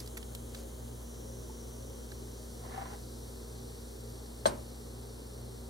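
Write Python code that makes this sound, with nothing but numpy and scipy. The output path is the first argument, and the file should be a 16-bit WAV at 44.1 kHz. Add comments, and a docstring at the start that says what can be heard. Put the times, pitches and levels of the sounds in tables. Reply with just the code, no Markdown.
"""In a quiet kitchen, something out of sight, probably a switch, snaps once: modes of a housing and a spring ring.
Before it a beaker of white liquid is slid a little way over the worktop: random slips make a dull scrape,
and catches ring the glass. A foil sachet crackles in bursts of resonant noise as it is laid down.
Throughout, random bubble bursts fizz finely and slowly die down, a refrigerator hums on lines of its motor
and the mains with wavering cabinet tones, and coloured noise makes a soft room rumble."""
import sys
import numpy as np
from scipy import signal
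from scipy.fft import rfft, irfft
from scipy.io import wavfile

SR = 44100
rng = np.random.default_rng(int(sys.argv[2]) if len(sys.argv) > 2 else 0)


def log_audio(samples):
    """Write samples as a 16-bit WAV file to the path given in sys.argv[1]."""
    # one column per channel
    frames = np.atleast_2d(samples).T
    # limit to full scale, then quantise
    limited = np.clip(frames, -1, 1)
    pcm = np.round(limited * 32767).astype(np.int16)
    wavfile.write(sys.argv[1], SR, pcm)


N = 250929
TIME, FREQ = np.arange(N) / SR, np.fft.rfftfreq(N, 1 / SR)   # s, Hz
PORT_LAG_S = 0.00052   # delay of the right port

KNOCK_S = 4.4567   # the housing is struck once
# Modes of the hollow housing. Each row: frequency in Hz, level in dB before the body's band-pass,
# t60 in s, left-right difference in dB.
HOUSING_MODES = [(576, -25.5, 0.094, 19), (642, -17.5, 0.1, 5.5), (872, -24, 0.13, -2.5),
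                 (910, -20, 0.031, 5), (1040, -28, 0.025, 4), (1550, -34, 0.044, 17), (2150, -49, 0.12, -4),
                 (2590, -41, 0.045, 4), (3300, -27.5, 0.039, -3)]
# Faint modes of the panel that carries the housing. Each row: frequency in Hz, level in dB, t60 in s,
# left-right difference in dB.
PANEL_MODES = [(205, -38.5, 0.22, 1), (343, -43, 0.26, -7), (575.7, -35.5, 0.46, 2), (635, -37, 0.34, 4),
               (1050, -37, 0.28, -7)]
# Modes of the spring. Each row: frequency in Hz, level in dB for a contact of 0 dB, t60 in s,
# left-right difference in dB.
SPRING_MODES = [(4296, -39, 0.045, 0), (4090, -32, 0.018, -1), (5830, -50, 0.09, -14),
                (6540, -43, 0.044, -14), (8565, -35, 0.07, 4), (12020, -53, 0.12, 0)]
# Contacts of the chattering spring. Each row: start in seconds, level in dB relative to the modes and ticks,
# highest pitch that the contact excites in Hz.
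SPRING_CONTACTS = [(4.4563, 4.5, 4800), (4.4603, -2, 15000), (4.4659, -3, 12000), (4.4715, -6, 12000),
                   (4.4793, -13, 10000)]
# Spectra of the contact ticks, the rattling case, the merged spring overtones, the near reflections
# and the room's answer. Each row: frequency in Hz, relative density in dB per Hz.
TICK_SPECTRUM = [(2000, -20), (4000, 0), (9000, 0), (12000, -3), (16000, -6)]
RATTLE_SPECTRUM = [(700, -28), (1050, 5), (1500, 5), (2100, -1), (2700, -18), (3600, 3), (6000, -37)]
CLATTER_SPECTRUM = [(2500, -18), (4000, -5), (5000, 1), (6500, 0), (8000, -2), (10000, -32)]
SCATTER_SPECTRUM = [(100, 4), (200, 7.5), (400, 2), (600, 7), (1000, 3), (1600, 2), (2500, -12), (4200, -1),
                    (6000, -11), (9000, -6.5), (12000, -15.5), (16000, -32)]
ROOM_SPECTRUM = [(80, 3), (200, 9), (560, 2.5), (1000, 0.5), (1700, -10), (3000, -16), (8000, -34),
                 (15000, -52)]


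def switch():
    """Modal excitation: a blow rings housing and panel, a spring chatters, the case rattles, reflections follow."""
    blow = [(KNOCK_S, 0, np.inf)]
    # a small housing radiates little bass, and the blow is slightly cushioned
    body = signal.butter(3, [450, 3600], "band", fs=SR, output="sos")
    knock = signal.sosfilt(body, struck(blow, HOUSING_MODES, PORT_LAG_S))
    panel = struck(blow, PANEL_MODES, PORT_LAG_S)
    spring = struck(SPRING_CONTACTS, SPRING_MODES, lag_s=0)

    tick_t60 = 0.018
    tick_envelope = sum(
        from_db(-37 + db) * passed(10000, limit_hz) * decay(start, tick_t60)
        for start, db, limit_hz in SPRING_CONTACTS)
    ticks = tick_envelope * diffuse(TICK_SPECTRUM, side_db=-11)

    first_bounce_s = SPRING_CONTACTS[1][0]
    rattle = from_db(-34) * decay(first_bounce_s, t60=0.022) * diffuse(RATTLE_SPECTRUM, side_db=11)
    # the spring's many close overtones merge into a bright clatter, louder on the right
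    clatter_envelope = from_db(-34) * build_and_decay(KNOCK_S, t60=0.091, build_t60=tick_t60)
    clatter = place(clatter_envelope * noise(CLATTER_SPECTRUM), pan_db=-5, lag_s=PORT_LAG_S)

    # near surfaces build up over a few milliseconds, then the room takes over
    scatter_t60 = 0.13
    scatter_envelope = from_db(-25.5) * build_and_decay(KNOCK_S, scatter_t60, build_t60=0.054)
    scatter = scatter_envelope * diffuse(SCATTER_SPECTRUM, side_db=-18)
    room_envelope = from_db(-32) * build_and_decay(KNOCK_S, t60=0.34, build_t60=scatter_t60)
    room = room_envelope * diffuse(ROOM_SPECTRUM, side_db=0)
    return knock + panel + spring + ticks + rattle + clatter + scatter + room


def struck(contacts, modes, lag_s):
    """Superposition: every contact rings the modes below its soft limit, and each mode has its own pan."""
    total = 0
    for hz, db, t60, pan_db in modes:
        ringing = sum(
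            from_db(force_db) * passed(hz, limit_hz) * ring(start, hz, t60)
            for start, force_db, limit_hz in contacts)
        total = total + place(from_db(db) * ringing, pan_db, lag_s)
    return total


def passed(hz, limit_hz):
    """Contact-time low-pass: a soft contact excites little above its limit."""
    return 1 / np.sqrt(1 + (hz / limit_hz) ** 6)


# Catches that make the beaker judder. Each row: start in seconds, level in dB, pitch in Hz,
# left-right difference in dB.
BEAKER_CATCHES = [(1.496, -45, 885, -2), (2.648, -45, 1020, -3), (2.7765, -36.5, 776, 6),
                  (2.779, -37, 775, 6), (2.807, -41, 770, 3), (2.819, -39, 785, 11), (2.857, -43, 1030, -5),
                  (2.931, -41, 820, 1)]
# Pushes of the beaker. Each row: time of the peak in seconds, force level in dB, length in seconds.
BEAKER_PUSHES = [(2.652, -57, 0.031), (2.748, -48, 0.051), (2.815, -46.5, 0.06), (2.864, -53, 0.042),
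                 (2.938, -48.5, 0.031)]
# Spectra of the scrape and of its opposite-phase part from the sides.
# Each row: frequency in Hz, relative density in dB per Hz.
SCRAPE_SPECTRUM = [(200, -1), (480, -2), (640, 3.5), (780, 9.5), (880, -1), (1000, 7.5), (1150, -0.5),
                   (1500, -3), (1900, -4.5), (2200, -10), (2450, -18), (3000, -16), (4500, -16.5),
                   (9000, -66)]
SCRAPE_SIDE_SPECTRUM = [(300, -11), (520, 4), (650, -2), (1000, 8), (1300, -3), (1700, -19), (2150, -3),
                        (2400, -8), (2700, -2), (3300, -9), (4200, -29), (8000, -58)]
# Direction of the direct scrape. Each row: frequency in Hz, left-right difference in dB.
SCRAPE_PAN = [(300, 3), (600, 10.5), (800, 8), (1000, -4), (1900, -6)]
BEAKER_T60_S = 0.067   # of the first mode
OVERTONE_RATIO, OVERTONE_DB = 2.76, -21   # the glass's second mode, relative to the first


def beaker(slips_per_s=1500, grip_db=1.0):
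    """Stick-slip friction: tiny random slips scrape; catches ring the glass at a pitch set by the grip."""
    slips = (rng.random(N) < slips_per_s / SR) * rng.standard_normal(N)
    # the grip of the glass comes and goes some tens of times a second
    grip = from_db(grip_db * noise([(30, 0), (60, 0), (150, -60)]))
    pushing = sum(
        from_db(db) * swell(peak, rise_s=length, fall_s=0.82 * length)
        for peak, db, length in BEAKER_PUSHES)
    force = pushing * rms_one(grip)
    scrape = aim(from_db(-2.5) * force * colour(slips, SCRAPE_SPECTRUM), SCRAPE_PAN, PORT_LAG_S)

    judder = 0
    for start, db, hz, pan_db in BEAKER_CATCHES:
        first_mode = ring(start, hz, BEAKER_T60_S)
        second_mode = from_db(OVERTONE_DB) * ring(start, OVERTONE_RATIO * hz, BEAKER_T60_S / 2)
        judder = judder + place(from_db(db) * (first_mode + second_mode), pan_db, PORT_LAG_S / 2)

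    common = from_db(-5) * noise(SCRAPE_SPECTRUM)
    sides = from_db(-8) * apart(noise(SCRAPE_SIDE_SPECTRUM))
    return scrape + judder + force * (common + sides)


# Crackles of the sachet. Each row: start in seconds, level of the foil in dB, level of the fold in dB
# (both before the burst envelope), the fold's resonance in Hz, its width in Hz.
FOIL_CRACKLES = [(0.002, -41, -43, 4650, 900), (0.06, -49, -47, 4500, 1500),
                 (0.0745, -48, -42.5, 4200, 1800), (0.1705, -44, -36, 1900, 900),
                 (0.1746, -44.5, -49, 3930, 1800), (0.176, -49, -45.5, 1850, 900),
                 (0.228, -62, -44, 2870, 1500), (0.3494, -39, -40.5, 3260, 1000),
                 (0.5473, -49, -38.5, 3260, 1000), (0.5480, -59, -48, 1530, 700),
                 (2.118, -64, -44, 1540, 550), (2.1170, -63, -52, 3900, 1400)]
# Strokes of sachet and sleeve on the worktop. Each row: time of the peak in seconds, level there in dB.
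WORKTOP_BRUSHES = [(0.004, -52.5), (0.59, -53.5)]
# Spectra of the foil and of the rubbing. Each row: frequency in Hz, relative density in dB per Hz.
FOIL_SPECTRUM = [(700, -8), (1400, 1), (2500, -7), (4500, 1), (8000, 5), (13000, 5), (16000, -8)]
RUB_SPECTRUM = [(1000, 11), (3000, 6), (5000, 13.5), (9500, 8), (15000, -1)]


def sachet():
    """Buckling: folds of foil snap in short uneven bursts that the worktop echoes; packet and sleeve rub softly."""
    # the buckling comes in tiny jerks, about one a millisecond
    jerks = rms_one(from_db(2 * noise([(300, 0), (1000, 0), (2000, -40)])))
    foil, white = diffuse(FOIL_SPECTRUM, side_db=-17), rng.standard_normal(N)
    crackles = 0
    for start, foil_db, fold_db, hz, width_hz in FOIL_CRACKLES:
        buckling = jerks * build_and_decay(start, t60=0.022, build_t60=0.0025)
        echo = from_db(-20) * decay(start, t60=0.1)
        burst = buckling + echo
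        fold = from_db(fold_db) * burst * rms_one(resonate(white, hz, width_hz))
        # a fold is louder and earlier on the right
        crackles = crackles + from_db(foil_db) * burst * foil + place(fold, pan_db=-5, lag_s=-0.00019)
    brushing = sum(from_db(db) * swell(peak, rise_s=0.064, fall_s=0.032) for peak, db in WORKTOP_BRUSHES)
    return crackles + brushing * diffuse(RUB_SPECTRUM, side_db=-22)


# Spectra of the fizz in the open, past the arm that shields it, and in its opposite-phase side part.
# Each row: frequency in Hz, relative density in dB per Hz.
OPEN_SPECTRUM = [(2000, -29), (2700, -21.5), (3200, -9), (3700, -2.5), (4400, -0.5), (5200, -2.5),
                 (5800, -5), (7200, -4.5), (8800, -1), (10200, -3), (11200, -7.5), (13000, -5.5),
                 (15800, -16)]
SHIELDED_SPECTRUM = [(2000, -15), (2700, -19), (3100, -2), (3500, -3.5), (4200, -0.5), (4600, -7),
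                     (5300, -5.5), (6200, 3), (8000, -2), (9400, 2), (11000, -1.5), (13000, -5),
                     (15800, -8)]
FIZZ_SIDE_SPECTRUM = [(3000, -22), (4000, -10), (4800, -3), (6000, 3.5), (7300, 9.5), (8000, -12),
                      (12000, -64), (15500, -4)]


def fizz(bubbles_per_s=30000, air_hz=5830, air_width_hz=330):
    """Shot noise: countless bubbles burst; an arm shades them, a hand held close strengthens one air resonance."""
    shielded = shielding()
    vigour = from_db(-0.8352 * TIME)   # the fizz fades by this many dB per second
    bursts = (rng.random((3, N)) < bubbles_per_s / SR) * rng.standard_normal((3, N))
    in_the_open = np.sqrt(1 - shielded) * colour(bursts[0], OPEN_SPECTRUM)
    past_the_arm = np.sqrt(shielded) * colour(bursts[1], SHIELDED_SPECTRUM)
    sides = from_db(-14.5) * apart(noise(FIZZ_SIDE_SPECTRUM))
    # full shielding would cost 3 dB
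    hiss = from_db(-53.5 - 3 * shielded) * (in_the_open + past_the_arm + sides)

    air = rms_one(resonate_twice(bursts[2], air_hz, 2 * air_width_hz))
    open_air_gain = from_db(-66) * (1 - shielded)
    hand_air_gain = from_db(-61) * cupping()
    return vigour * (hiss + np.hypot(open_air_gain, hand_air_gain) * air)


def shielding(share=0.84, lift_s=2.2, lift_scale_s=0.46):
    """Acoustic shadow: the share of fizz that passes the arm falls along a smooth step as the arm lifts."""
    return share * (1 - np.tanh((TIME - lift_s) / (2 * lift_scale_s))) / 2


def cupping(arrives_s=0.85, attack_s=0.31, hold_s=0.46, release_s=2.3):
    """Envelope of the cupped hand's closeness, 0-1: linear attack, hold, exponential release."""
    since = TIME - arrives_s
    release = np.exp(-np.maximum(since - attack_s - hold_s, 0) / release_s)
    return np.clip(since / attack_s, 0, 1) * release


# Sharp resonances of the beaker that the fizz keeps sounding. 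Each row: frequency in Hz,
# half the width of each of two cascaded resonators in Hz, unshielded level in dB.
BEAKER_WHISTLES = [(4264, 61, -73.5), (5676, 64, -70.5)]


def whistles():
    """Driven resonance: noise sings faintly in the open beaker, less so while the arm shields it."""
    white = rng.standard_normal(N)
    singing = sum(
        from_db(db) * rms_one(resonate_twice(white, hz, 2 * half_width_hz))
        for hz, half_width_hz, db in BEAKER_WHISTLES)
    return (1 - shielding()) * singing


# Lines of the compressor motor. Each row: multiple of the shaft rate, level at the start in dB,
# left-right difference in dB.
MOTOR_LINES = [(1, -46.5, 0), (2, -58.5, 1), (3, -77, 0), (4, -55, 4.5), (8, -65, 14)]
# Magnetic hum. Each row: multiple of the mains rate, level in dB, left-right difference in dB.
MAINS_LINES = [(2, -54, 0), (4, -68, 0)]
# Wavering tones of the cabinet. Each row: frequency in Hz, width in Hz, level in dB,
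# left-right difference in dB.
CABINET_TONES = [(381.8, 3.9, -62.5, -2), (416, 3.2, -68, 2), (514, 1.9, -69, -1), (541.7, 3.3, -63.5, 6),
                 (716, 3.8, -73, 8.5), (762, 1.7, -72, 3), (805, 2.7, -75, 12)]
SHAFT_HZ, MAINS_HZ = 58.905, 60.0


def refrigerator():
    """Beating: the motor slips just behind the mains, so near lines beat; narrow noise makes the cabinet waver."""
    easing = from_db(-0.42 * TIME)   # the motor's hum eases by this many dB per second
    motor = easing * hum(SHAFT_HZ, MOTOR_LINES)
    cabinet = 0
    for hz, width_hz, db, pan_db in CABINET_TONES:
        tone = rms_one(resonate(rng.standard_normal(N), hz, width_hz))
        cabinet = cabinet + place(from_db(db) * tone, pan_db, lag_s=0.00042)
    return motor + hum(MAINS_HZ, MAINS_LINES) + cabinet


def hum(base_hz, lines, in_step_s=0.42):
    """Harmonic series: steady sines on multiples of one rate, all in step at one swell of the beat."""
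    return sum(
        place(from_db(db) * np.sqrt(2) * np.sin(2 * np.pi * k * base_hz * (TIME - in_step_s)), pan_db)
        for k, db, pan_db in lines)


# Room rumble, shared by both ears and differing between them.
# Each row: frequency in Hz, relative density in dB per Hz.
RUMBLE_SPECTRUM = [(25, -16), (48, -14), (68, 1), (100, -0.5), (150, -7.5), (300, -5.5), (430, -3.5),
                   (510, -9.5), (565, -18), (625, -10), (690, -20), (900, -17.5), (1100, -19.5),
                   (1600, -24.5), (2150, -30.5), (2600, -41), (4000, -67)]
RUMBLE_SIDE_SPECTRUM = [(40, -23), (100, -13.5), (200, -7), (260, -2), (335, -5.5), (450, 0), (600, -6),
                        (950, -7), (1300, -18.5), (2000, -24), (2600, -17.5), (3100, -15), (4000, -30.5),
                        (5000, -84)]


def background():
    """Ambient noise: low rumble of the room, part in phase and part in opposite phase at the ports."""
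    return from_db(-51.5) * noise(RUMBLE_SPECTRUM) + from_db(-55.5) * apart(noise(RUMBLE_SIDE_SPECTRUM))


def from_db(db):
    """Logarithmic level: decibels to gain."""
    return 10 ** (np.asarray(db) / 20)


def rms_one(x):
    """Normalisation to unit power."""
    return x / np.sqrt(np.mean(x ** 2) + 1e-20)


def colour(x, spectrum):
    """Spectral shaping: weight a signal by levels interpolated over log frequency; rms 1."""
    hz, db = np.transpose(spectrum)
    gain = from_db(np.interp(np.log(FREQ + 1), np.log(hz), db))
    return rms_one(irfft(rfft(x) * gain, N))


def noise(spectrum):
    """Coloured noise: fresh Gaussian noise with a spectrum; rms 1."""
    return colour(rng.standard_normal(N), spectrum)


def resonate(x, hz, width_hz):
    """Second-order resonance with a gain near 1 at its peak."""
    r = np.exp(-np.pi * width_hz / SR)
    zeros = np.array([1, 0, -1]) * (1 - r * r) / 2
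    poles = [1, -2 * r * np.cos(2 * np.pi * hz / SR), r * r]
    return signal.lfilter(zeros, poles, x)


def resonate_twice(x, hz, width_hz):
    """Cascaded resonance: two equal stages give steeper skirts."""
    return resonate(resonate(x, hz, width_hz), hz, width_hz)


def decay(start, t60):
    """Exponential decay: a sudden onset that falls 60 dB in t60 seconds."""
    return (TIME >= start) * from_db(-60 * np.clip((TIME - start) / t60, 0, 3))


def build_and_decay(start, t60, build_t60):
    """Difference of two exponentials: a quick build-up, then a decay."""
    return decay(start, t60) - decay(start, build_t60)


def ring(start, hz, t60):
    """Free vibration: one damped mode set ringing at one moment."""
    return decay(start, t60) * np.sin(2 * np.pi * hz * (TIME - start))


def swell(peak_s, rise_s, fall_s):
    """Exponential envelope of a hand's stroke: it builds up to a peak and ebbs."""
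    return np.exp(-np.abs(TIME - peak_s) / np.where(TIME < peak_s, rise_s, fall_s))


def place(x, pan_db, lag_s=0):
    """Level and time difference: a positive pan favours the left port, a positive lag delays the right."""
    delayed = np.interp(TIME - lag_s, TIME, x)
    return np.array([x * from_db(pan_db / 2), delayed * from_db(-pan_db / 2)])


def aim(x, pans, lag_s):
    """Directivity: like place, for a source that radiates each pitch in a direction of its own."""
    hz, db = np.transpose(pans)
    lean = from_db(np.interp(np.log(FREQ + 1), np.log(hz), db) / 2)
    spectrum = rfft(x)
    delay = np.exp(-2j * np.pi * FREQ * lag_s)
    return irfft([spectrum * lean, spectrum / lean * delay], N)


def apart(x):
    """Antiphase: the same sound with opposite sign at the two ports."""
    return np.array([x, -x])


def diffuse(spectrum, side_db):
    """Diffuse field: noise arriving from all round; long waves reach both ports alike."""
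    band = signal.butter(1, [350, 6000], "band", fs=SR, output="sos")
    side = signal.sosfilt(band, noise(spectrum))
    return noise(spectrum) + from_db(side_db) * apart(side)


def scene():
    """Superposition of all sources at the two ports."""
    return refrigerator() + background() + fizz() + whistles() + sachet() + beaker() + switch()


def record(dry):
    """Band limiting: cut the deep bass and, steeply, the top; a mirrored lead-in settles the filters."""
    running = np.pad(dry, ((0, 0), (SR, 0)), "reflect")
    high_pass = signal.butter(4, 40, "high", fs=SR, output="sos")
    low_pass = signal.ellip(12, 0.1, 80, 15800, fs=SR, output="sos")
    thinned = signal.sosfilt(high_pass, running)
    return signal.sosfilt(low_pass, thinned)[:, SR:]


dry = scene()
out = record(dry)
log_audio(out)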